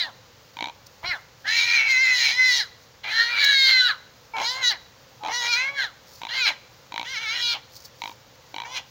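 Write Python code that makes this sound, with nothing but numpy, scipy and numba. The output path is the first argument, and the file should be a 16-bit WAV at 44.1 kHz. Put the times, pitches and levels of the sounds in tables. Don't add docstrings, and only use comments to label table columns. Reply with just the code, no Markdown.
import sys
import numpy as np
from scipy import signal
from scipy.fft import rfft, irfft, next_fast_len
from scipy.io import wavfile
from scipy.ndimage import uniform_filter1d
from numba import njit

SR = 44100
rng = np.random.default_rng(int(sys.argv[2]) if len(sys.argv) > 2 else 0)


def file_out(sig):
    cols = np.atleast_2d(sig).T
    lim = np.clip(cols, -1, 1)
    pcm = np.round(lim * 32767).astype(np.int16)
    wavfile.write(sys.argv[1], SR, pcm)


N = 392490
TIME = np.arange(N) / SR


def undb(db):
    return 10 ** (np.asarray(db) / 20)


def unit(x):
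    return x / np.sqrt(np.mean(x ** 2))


def steady(x, span_s):
    size = max(int(span_s * SR), 8)
    power = uniform_filter1d(uniform_filter1d(x * x, size), size)
    return x / np.sqrt(np.abs(power) + 1e-12)


def colour(x, points):
    hz, db = np.transpose(points)
    size = next_fast_len(N, real=True)
    bins_hz = np.maximum(np.arange(size // 2 + 1) * SR / size, 1)
    gain = undb(np.interp(np.log(bins_hz), np.log(hz), db))
    return irfft(rfft(x, size) * gain, size)[:N]


def wobble(rate):
    knots = rng.standard_normal(int(N / SR * rate) + 2)
    return unit(np.interp(TIME * rate, np.arange(len(knots)), knots))


def turn(hz):
    return 2 * np.pi * np.cumsum(hz) / SR


def add(out, s, sound):
    i = max(int(s * SR), 0)
    out[i:i + len(sound)] += sound[:N - i]


def along(t, curve):
    s, *columns = np.transpose(curve)
    return [np.interp(t, s, c) for c in columns]


# frequency in Hz, relative density in dB per Hz.
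AIR_COLOUR = [(25, -15), (60, -0.5), (115, 5), (200, -3.5), (400, -7), (520, 3.5), (640, -6), (850, -3),
              (1400, -6), (2800, -10), (4200, -9), (6500, -12.5), (10000, -26), (15500, -16.5)]


def outdoors(air_db=-53, hum_hz=122, hum_db=-67):
    air = unit(colour(rng.standard_normal(N), AIR_COLOUR)) * undb(air_db + 0.23 * wobble(1.0))
    hum = np.sin(turn(hum_hz * (1 + 0.02005 * wobble(9.5))))
    return air + hum * undb(hum_db + 2.8 * wobble(8.4))


SCOOP_S = .035
FALL_HZ_PER_S, LOWEST_HZ, SLACKEN_S = 2600, 149.54, .022
RELEASE_DB_PER_S = 446
JAW_CLOSES = .9
USUAL_ROUGH, USUAL_SNOUT_DB = 0.37, -28.5
THROAT_ROUGH_DB, MOUTH_ROUGH_DB = 9, 8.5
THROAT_SLACK_DB = 7.5
MOUTH_FOLLOWS, LIPS_FOLLOW = 0.62, 0.89


def cry(t, row, fold_curve, airway_curve):
    (start, attack, lets_go, scoop_hz, fall_rough, skirt_db, mouth_db,
     throat_start, throat_end, lips_start, lips_end) = row
    held_hz, rough = along(t, fold_curve)
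    main, snout, jaw_hz = along(t, airway_curve)
    throat, lips = along(t, [(start, throat_start, lips_start), (lets_go, throat_end, lips_end)])
    age = t - start
    falling = np.maximum(t - lets_go, 0)
    dying = np.maximum(t - airway_curve[-1][0], 0)
    slack = np.minimum(falling / SLACKEN_S, 1)

    scooped_hz = held_hz - scoop_hz * np.exp(-age / SCOOP_S)
    hz = np.maximum(scooped_hz - FALL_HZ_PER_S * falling, LOWEST_HZ)
    jaw_hz = jaw_hz * np.maximum(1 - JAW_CLOSES * FALL_HZ_PER_S * dying / held_hz, .5)
    rough = np.clip(rough + slack * (fall_rough - rough), 0, 1)

    rasp = rough - USUAL_ROUGH
    brightness = snout - USUAL_SNOUT_DB
    throat = throat + THROAT_ROUGH_DB * rasp + THROAT_SLACK_DB * slack
    mouth = mouth_db + MOUTH_FOLLOWS * brightness + MOUTH_ROUGH_DB * rasp
    lips = lips + LIPS_FOLLOW * brightness
    sounding = np.minimum(age / attack, 1) * undb(-RELEASE_DB_PER_S * dying)
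    return np.array([hz, rough, jaw_hz, sounding, main, main + skirt_db, throat, mouth, snout, lips])


def folds(hz, rough, jitter=0.0198, waver=0.01302, tear=0.73, high_tear=1.9, bend_hz=110, patchy_db=9.0,
          gating=.7, side=0.37, side_ratio=0.25, chaos=2.09, air=0.0097, count=15):
    drift = rough * (jitter * wobble(300) + waver * wobble(36)) + 0.002094 * wobble(60)
    phase = turn(hz * (1 + drift))
    tone = 0
    for k in range(1, count + 1):
        height = 2 * k / count
        swell = undb(patchy_db * np.sqrt(rough) * height * np.tanh(wobble(30)))
        bend = turn(bend_hz * rough * height ** 2 * wobble(22))
        slip = tear * rough * (1 + high_tear * height ** 2) * wobble(110)
        tone = tone + swell * np.cos(k * phase + bend + slip)
    flap = np.cos(turn(side_ratio * hz * (1 + 0.18 * wobble(14))))
    tone = unit(tone * (1 + 2 * side * rough * flap))
    turbulence = unit(rng.standard_normal(N) * (1 + gating * np.cos(phase)))
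    hiss = colour(turbulence, [(4000, -37.0), (6300, -19), (8000, 0.5)])
    noise = (air + chaos * rough ** 1.34) * turbulence + hiss
    return (1 - rough ** 2) * tone, noise


@njit
def resonate(x, hz, width):
    y, band, low = np.empty(len(x)), 0., 0.
    for i in range(len(x)):
        g, k = np.tan(np.pi * hz[i] / SR), width[i] / hz[i]
        v = (band + g * (x[i] - low)) / (1 + g * (g + k))
        band, low, y[i] = 2 * v - band, low + 2 * g * v, k * v
    return y


# start in s, attack in s, moment of letting go in s, upward scoop in Hz,
# roughness of the final fall from 0 to 1, skirt relative to the untrimmed main resonance in dB, mouth in dB,
# throat at the start in dB, throat on letting go in dB, lips at the start in dB, lips on letting go in dB.
CRIES = [(-.05, .01, 0.068, -1, 0.21, -10, -37.5, -58, -45, -49, -44),
         (1.025, .018, 1.12, 70, .35, -6.5, -34.5, -35, -48, -42, -38),
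         (1.443, .01, 2.59, 130, 0.31, -16.5, -35.5, -48.5, -48.5, -35.5, -34),
         (3.033, .01, 3.875, 20, 0.57, -9.5, -34.5, -46.5, -50, -40.5, -48.5),
         (4.335, 0.0039, 4.69, 0, 0.41, -6.5, -35.5, -30.5, -47, -30, -39.5),
         (5.2, 0.062, 5.825, -0.5, 0.4, -10, -33, -32, -47.5, -26, -41.5),
         (6.28, .03, 6.45, 79.5, .55, -8.5, -32, -47, -46.5, -42, -38.5),
         (7.035, .02, 7.53, 100.5, 0.75, -8, -30.5, -53, -48.5, -31, -38),
         (8.645, 0.0086, 8.84, 48.5, 0.67, -9, -32, -41, -50.5, -25, -34.5)]
# time in s, held pitch in Hz before scoop and
FOLD_CURVES = [
    [(0, 368, 0.28), (.055, 309.5, 0.5)],
    [(1.03, 369, .7), (1.07, 383.4, 0.26), (1.095, 372.5, 0.19), (1.125, 345, 0.23)],
    [(1.45, 463, 0.63), (1.66, 477.7, 0.51), (1.77, 461.5, 0.56), (1.82, 451, 0.71), (1.88, 443, .5),
     (1.884, 529, 0.42), (1.98, 510, .3), (2.02, 533, .1), (2.06, 518, 0.45), (2.12, 511, .37),
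     (2.3, 447, 0.77), (2.34, 494.4, 0.51), (2.39, 511, 0.21), (2.47, 507, 0.21), (2.58, 468.7, 0.58)],
    [(3.04, 414.4, 0.83), (3.09, 420.6, 0.72), (3.13, 440.7, 0.46), (3.28, 474.7, 0.36), (3.378, 473, 0.51),
     (3.382, 577, 0.56), (3.45, 560.3, 0.5), (3.53, 555.5, 0.39), (3.56, 544.3, 0.09), (3.66, 530, 0.17),
     (3.7, 541, 0.59), (3.74, 516.7, 0.18), (3.8, 508.4, 0.19), (3.875, 487.4, 0.37)],
    [(4.34, 458, 0.18), (4.41, 417.6, 0.93), (4.48, 484, 0.14), (4.53, 514.5, 0.29), (4.625, 528, 0.48),
     (4.65, 491, 0.14), (4.7, 484.7, 0.09)],
    [(5.21, 417.3, .35), (5.3, 429.4, 0.76), (5.33, 475, 0.36), (5.38, 493, .12), (5.46, 468, 0.5),
     (5.505, 487.7, .1), (5.54, 463.5, 0.23), (5.65, 547, 0.34), (5.77, 565, 0.3), (5.82, 508, 0.53)],
    [(6.29, 496.7, 1), (6.325, 496, 0.25), (6.345, 538, .6), (6.41, 509, 0.27), (6.435, 480.6, 0.06),
     (6.48, 457.2, 0.11)],
    [(7.04, 501, 0.7), (7.085, 533, 0.3), (7.13, 542, 0.24), (7.175, 434.6, .2), (7.22, 467, 0.57),
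     (7.275, 426, 0.05), (7.36, 486, 0.64), (7.45, 486.7, 0.21), (7.51, 471, 0.36)],
    [(8.645, 485.6, 0.44), (8.74, 524, 0.38), (8.77, 497, 0.7)],
]
# time in s, main resonance in dB before its trim, snout resonance in dB,
# main resonance set by the jaw in Hz before the voice pulls it.
AIRWAY_CURVES = [
    [(0.0, -30.5, -22, 2150), (0.04, -32.5, -32, 1850), (0.08, -45.5, -52, 1700)],
    [(1.03, -43, -62, 2170), (1.046, -32, -43, 2140), (1.08, -36, -30, 2120), (1.12, -23, -36, 2130),
     (1.155, -37, -49.5, 1630)],
    [(1.45, -35, -57, 1640), (1.482, -24.5, -30, 1750), (1.562, -23.5, -26, 2260),
     (1.582, -19.5, -22.5, 2292), (1.662, -24, -29.5, 2269), (1.766, -16.5, -26, 2296),
     (1.856, -23, -38.5, 2260), (1.912, -18.5, -25.5, 2130), (1.936, -17.5, -30.5, 2130),
     (2.118, -17.5, -29.5, 2120), (2.176, -27.5, -24.5, 1970), (2.26, -20.5, -22.5, 2330),
     (2.366, -31, -33, 2059), (2.398, -15, -31, 2040), (2.502, -19.5, -23.5, 1993),
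     (2.58, -32.5, -23.5, 2015), (2.61, -26.5, -26, 1846)],
    [(3.04, -34, -41, 2123), (3.058, -33, -43.5, 2160), (3.104, -28.5, -36, 2200),
     (3.134, -29.5, -29, 1804), (3.212, -18, -23, 1822), (3.256, -28.5, -29.5, 1852),
     (3.346, -25, -35, 2401), (3.422, -20.5, -21, 2047), (3.494, -21, -20.5, 1830),
     (3.674, -20.5, -18, 2050), (3.77, -18, -20.5, 2010), (3.808, -21.5, -17.5, 1700),
     (3.832, -24.5, -20.5, 1562), (3.888, -24.5, -23.5, 1629), (3.9, -21.5, -26, 1646)],
    [(4.34, -35.5, -61, 2247), (4.46, -33.5, -28, 2225), (4.496, -38, -27.5, 1817), (4.608, -34, -45, 2140),
     (4.646, -25.5, -21.5, 1980), (4.682, -30.5, -17.5, 1917), (4.702, -36.5, -24.5, 1734),
     (4.722, -28.5, -26, 1912), (4.735, -34.5, -41.5, 2034)],
    [(5.21, -74, -83, 2070), (5.246, -70, -73, 2192), (5.29, -36.5, -53, 2027), (5.346, -31, -30.5, 2085),
     (5.4, -33.5, -33.5, 1870), (5.502, -25.5, -30, 2344), (5.536, -22.5, -24.5, 2307),
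     (5.692, -26.5, -44.5, 2160), (5.73, -45.5, -59.5, 2225), (5.788, -24.5, -32, 1809),
     (5.845, -29, -32.5, 1670)],
    [(6.275, -38.5, -38, 1650), (6.427, -23.5, -27.5, 2390), (6.441, -25.5, -25.5, 2370),
     (6.481, -21, -22, 2305), (6.51, -32.5, -37, 2180)],
    [(7.045, -37, -52, 2243), (7.075, -39, -44, 1948), (7.181, -29.5, -36.5, 2183), (7.199, -37, -46, 2140),
     (7.283, -28.5, -35.5, 2220), (7.401, -33.5, -32.5, 2026), (7.429, -37.5, -27, 2326),
     (7.533, -29.5, -26.5, 2380), (7.555, -39, -43, 2390)],
    [(8.65, -34.5, -56, 2160), (8.69, -54, -57, 2210), (8.776, -31.5, -34.5, 2318), (8.8, -47, -52, 2232)],
]
# frequency in Hz, relative level in dB.
THROAT_SHAPE = [(190, -32), (300, -15), (420, -24), (560, -12), (720, -4), (880, 0), (1100, -6),
                (1300, -16), (1800, -60)]
MOUTH_SHAPE = [(2200, -75), (2750, 15.5), (3300, 17), (3600, 15), (4100, -105.5)]
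SNOUT_SHAPE = [(3200, -75), (3700, -3.5), (4050, 10), (4400, -3.5), (4700, -7), (5200, -36.5)]
LIPS_SHAPE = [(4300, -49), (4800, 11), (5500, 9), (6600, 4.5), (7500, -8.5), (10000, -15), (15500, -17)]


def squeals(clear_width_hz=320, hoarse_width_hz=600, lock=0.057, main_trim_db=-1, grit_db=2, upper_tone=0.83):
    spans = np.split(TIME, np.searchsorted(TIME, [row[0] for row in CRIES[1:]]))
    controls = [cry(*each) for each in zip(spans, CRIES, FOLD_CURVES, AIRWAY_CURVES)]
    (hz, rough, jaw_hz, sounding, main_db, skirt_db,
     throat_db, mouth_db, snout_db, lips_db) = np.hstack(controls)
    tone, noise = folds(hz, rough)
    source = tone + noise
    whistle = tone + noise / 3
    centre_hz = jaw_hz - lock * hz * np.sin(2 * np.pi * jaw_hz / hz) / (2 * np.pi)
    width_hz = clear_width_hz + hoarse_width_hz * rough ** 2
    narrowed = resonate(whistle, centre_hz, width_hz)
    main = steady(resonate(narrowed, centre_hz, width_hz), 0.027)
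    skirt_shape = [(950, -13), (1300, 15), (1600, 23), (1800, 17), (2500, -56.0), (3100, -25.0)]
    skirt = steady(colour(source, skirt_shape), 0.028)
    voice = undb(main_db + main_trim_db) * main + undb(skirt_db) * skirt
    breathy = upper_tone * tone + noise
    for drive, shape, db in ((source, THROAT_SHAPE, throat_db), (breathy, MOUTH_SHAPE, mouth_db),
                             (source, SNOUT_SHAPE, snout_db), (breathy, LIPS_SHAPE, lips_db)):
        voice += undb(db) * steady(colour(drive, shape), 0.05)
    grit = undb(grit_db * rough ** 2 * np.tanh(wobble(170)))
    return voice * sounding * grit


# first slap in s, last slap in s, average slaps per s before rounding to whole slaps,
# bunching towards the end from 0 to 1, loudest moment in s, level there in dB before the croak trim.
CROAKS = [(.569, 0.697, 63, 0.28, .625, -17.5), (4.367, 4.417, 61, 0, 4.4, -19.5),
          (5.236, 5.284, 87, 0.17, 5.265, -21.5), (6.217, 6.269, 56, 0, 6.246, -22.5),
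          (6.922, 7.03, 55, .1, 6.982, -17.5), (8.019, 8.115, 48, 0, 8.032, -19),
          (8.543, 8.636, 55, 0.12, 8.584, -20.5)]


def slaps(swell_s=0.058, swell_db=10, scatter_db=1):
    out = []
    for first, last, rate, bunch, loudest, db in CROAKS:
        part = np.linspace(0, 1, round((last - first) * rate) + 1)
        s = first + (last - first) * (part + bunch * part * (1 - part))
        weaker_db = swell_db * (np.abs(s - loudest) / swell_s) ** 1.58
        out += zip(s, db - weaker_db + scatter_db * rng.standard_normal(len(s)))
    return out


# frequency in Hz before a chance shift, time to fall 60 dB in s,
# relative level in dB before hardness and the croak colour.
CROAK_MODES = [(285.7, 0.0075, -42), (931, 0.032, -5), (1550, 0.026, -20), (2340, 0.021, 0.5),
               (3240, 0.0042, 8.5), (3845, 0.024, -0.5), (5500, 0.0078, 0)]


def croaks(trim_db=-14, puff=0.079, puff_s=0.0018, hard_db=-17, brightening=0.46):
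    out, t = np.zeros(N), TIME[:SR // 50]
    for s, db in slaps():
        push = puff * rng.standard_normal(len(t)) * np.exp(-(t / puff_s) ** 2)
        push[0] += .3
        ring = 0
        for hz, t60, mode_db in CROAK_MODES:
            shifted_hz = hz * (1 + 0.022 * rng.standard_normal())
            mode = np.cos(2 * np.pi * shifted_hz * t) * np.exp(-np.log(1000) * t / t60)
            driven = signal.fftconvolve(push, mode)[:len(t)]
            bright_db = (hz > 1800) * brightening * (db - hard_db)
            ring = ring + unit(driven) * np.std(mode) * undb(mode_db + bright_db)
        add(out, s, unit(ring) * undb(db + trim_db))
    return colour(out, [(60, -16), (170, 0), (300, 11.5), (420, -3), (800, 7.5), (4300, -2),
                        (4900, -15.5), (6200, -9), (12000, -17)])


# centre in s, length in s, level in dB.
SCUFFS = [(0.867, 0.0076, -42.5), (3.447, 0.006, -21), (6.158, 0.091, -48), (7.764, 0.021, -43),
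          (7.804, 0.0022, -44), (7.817, 0.038, -53), (7.854, 0.011, -40.5), (7.865, 0.024, -54),
          (8.356, 0.0041, -49)]


def scuffle(idle_db=-65, grain_db=5.0):
    pressure = undb(idle_db + 5 * wobble(12))
    for s, length, db in SCUFFS:
        pressure = pressure + undb(db) * np.exp(-2 * ((TIME - s) / length) ** 2)
    strength = undb(grain_db * np.minimum(rng.exponential(size=N), 2))
    snaps = rng.standard_normal(N) * (rng.random(N) < .08) * strength
    leaf_shape = [(300, -53), (3000, -16.0), (4600, 9), (6500, 2.5), (10000, -5), (15500, 3.0)]
    return pressure * unit(colour(snaps, leaf_shape))


# start in s, level in dB before the thud trim.
THUDS = [(1.04, -46), (1.091, -44), (1.126, -60)]


def thuds(trim_db=3, decay_s=0.018):
    out, t = np.zeros(N), TIME[:SR // 8]
    thud = np.exp(-t / decay_s) * (np.sin(2 * np.pi * 85 * t) + np.sin(2 * np.pi * 125 * t))
    for s, db in THUDS:
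        add(out, s, undb(db + trim_db) * thud)
    return out


def trees(x, far_db=-23.5, t60=0.54, near_db=-17, near_s=0.017):
    t = TIME[:int(.7 * SR)]
    near, far = rng.standard_normal((2, len(t))) * (t > .003)
    near = near * np.exp(-t / near_s)
    far = signal.lfilter([1], [1, -.5], far) * np.exp(-np.log(1000) * t / t60)
    echo = undb(near_db) * near / np.linalg.norm(near) + undb(far_db) * far / np.linalg.norm(far)
    return x + signal.fftconvolve(x, echo)[:N]


def scene():
    background = outdoors()
    return (trees(squeals() + croaks() + scuffle() + thuds()) + background)[None]


# frequency in Hz, gain in dB.
PHONE_RESPONSE = [(7000, 1), (7800, -9), (11000, -5.5), (13000, -24), (14200, 1), (15000, -0.5)]


def record(dry, top_hz=15800):
    hollowed = colour(dry[0], PHONE_RESPONSE)
    low_pass = signal.ellip(10, .2, 70, top_hz, fs=SR, output="sos")
    return signal.sosfilt(low_pass, hollowed)[None]


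dry = scene()
out = record(dry)
file_out(out)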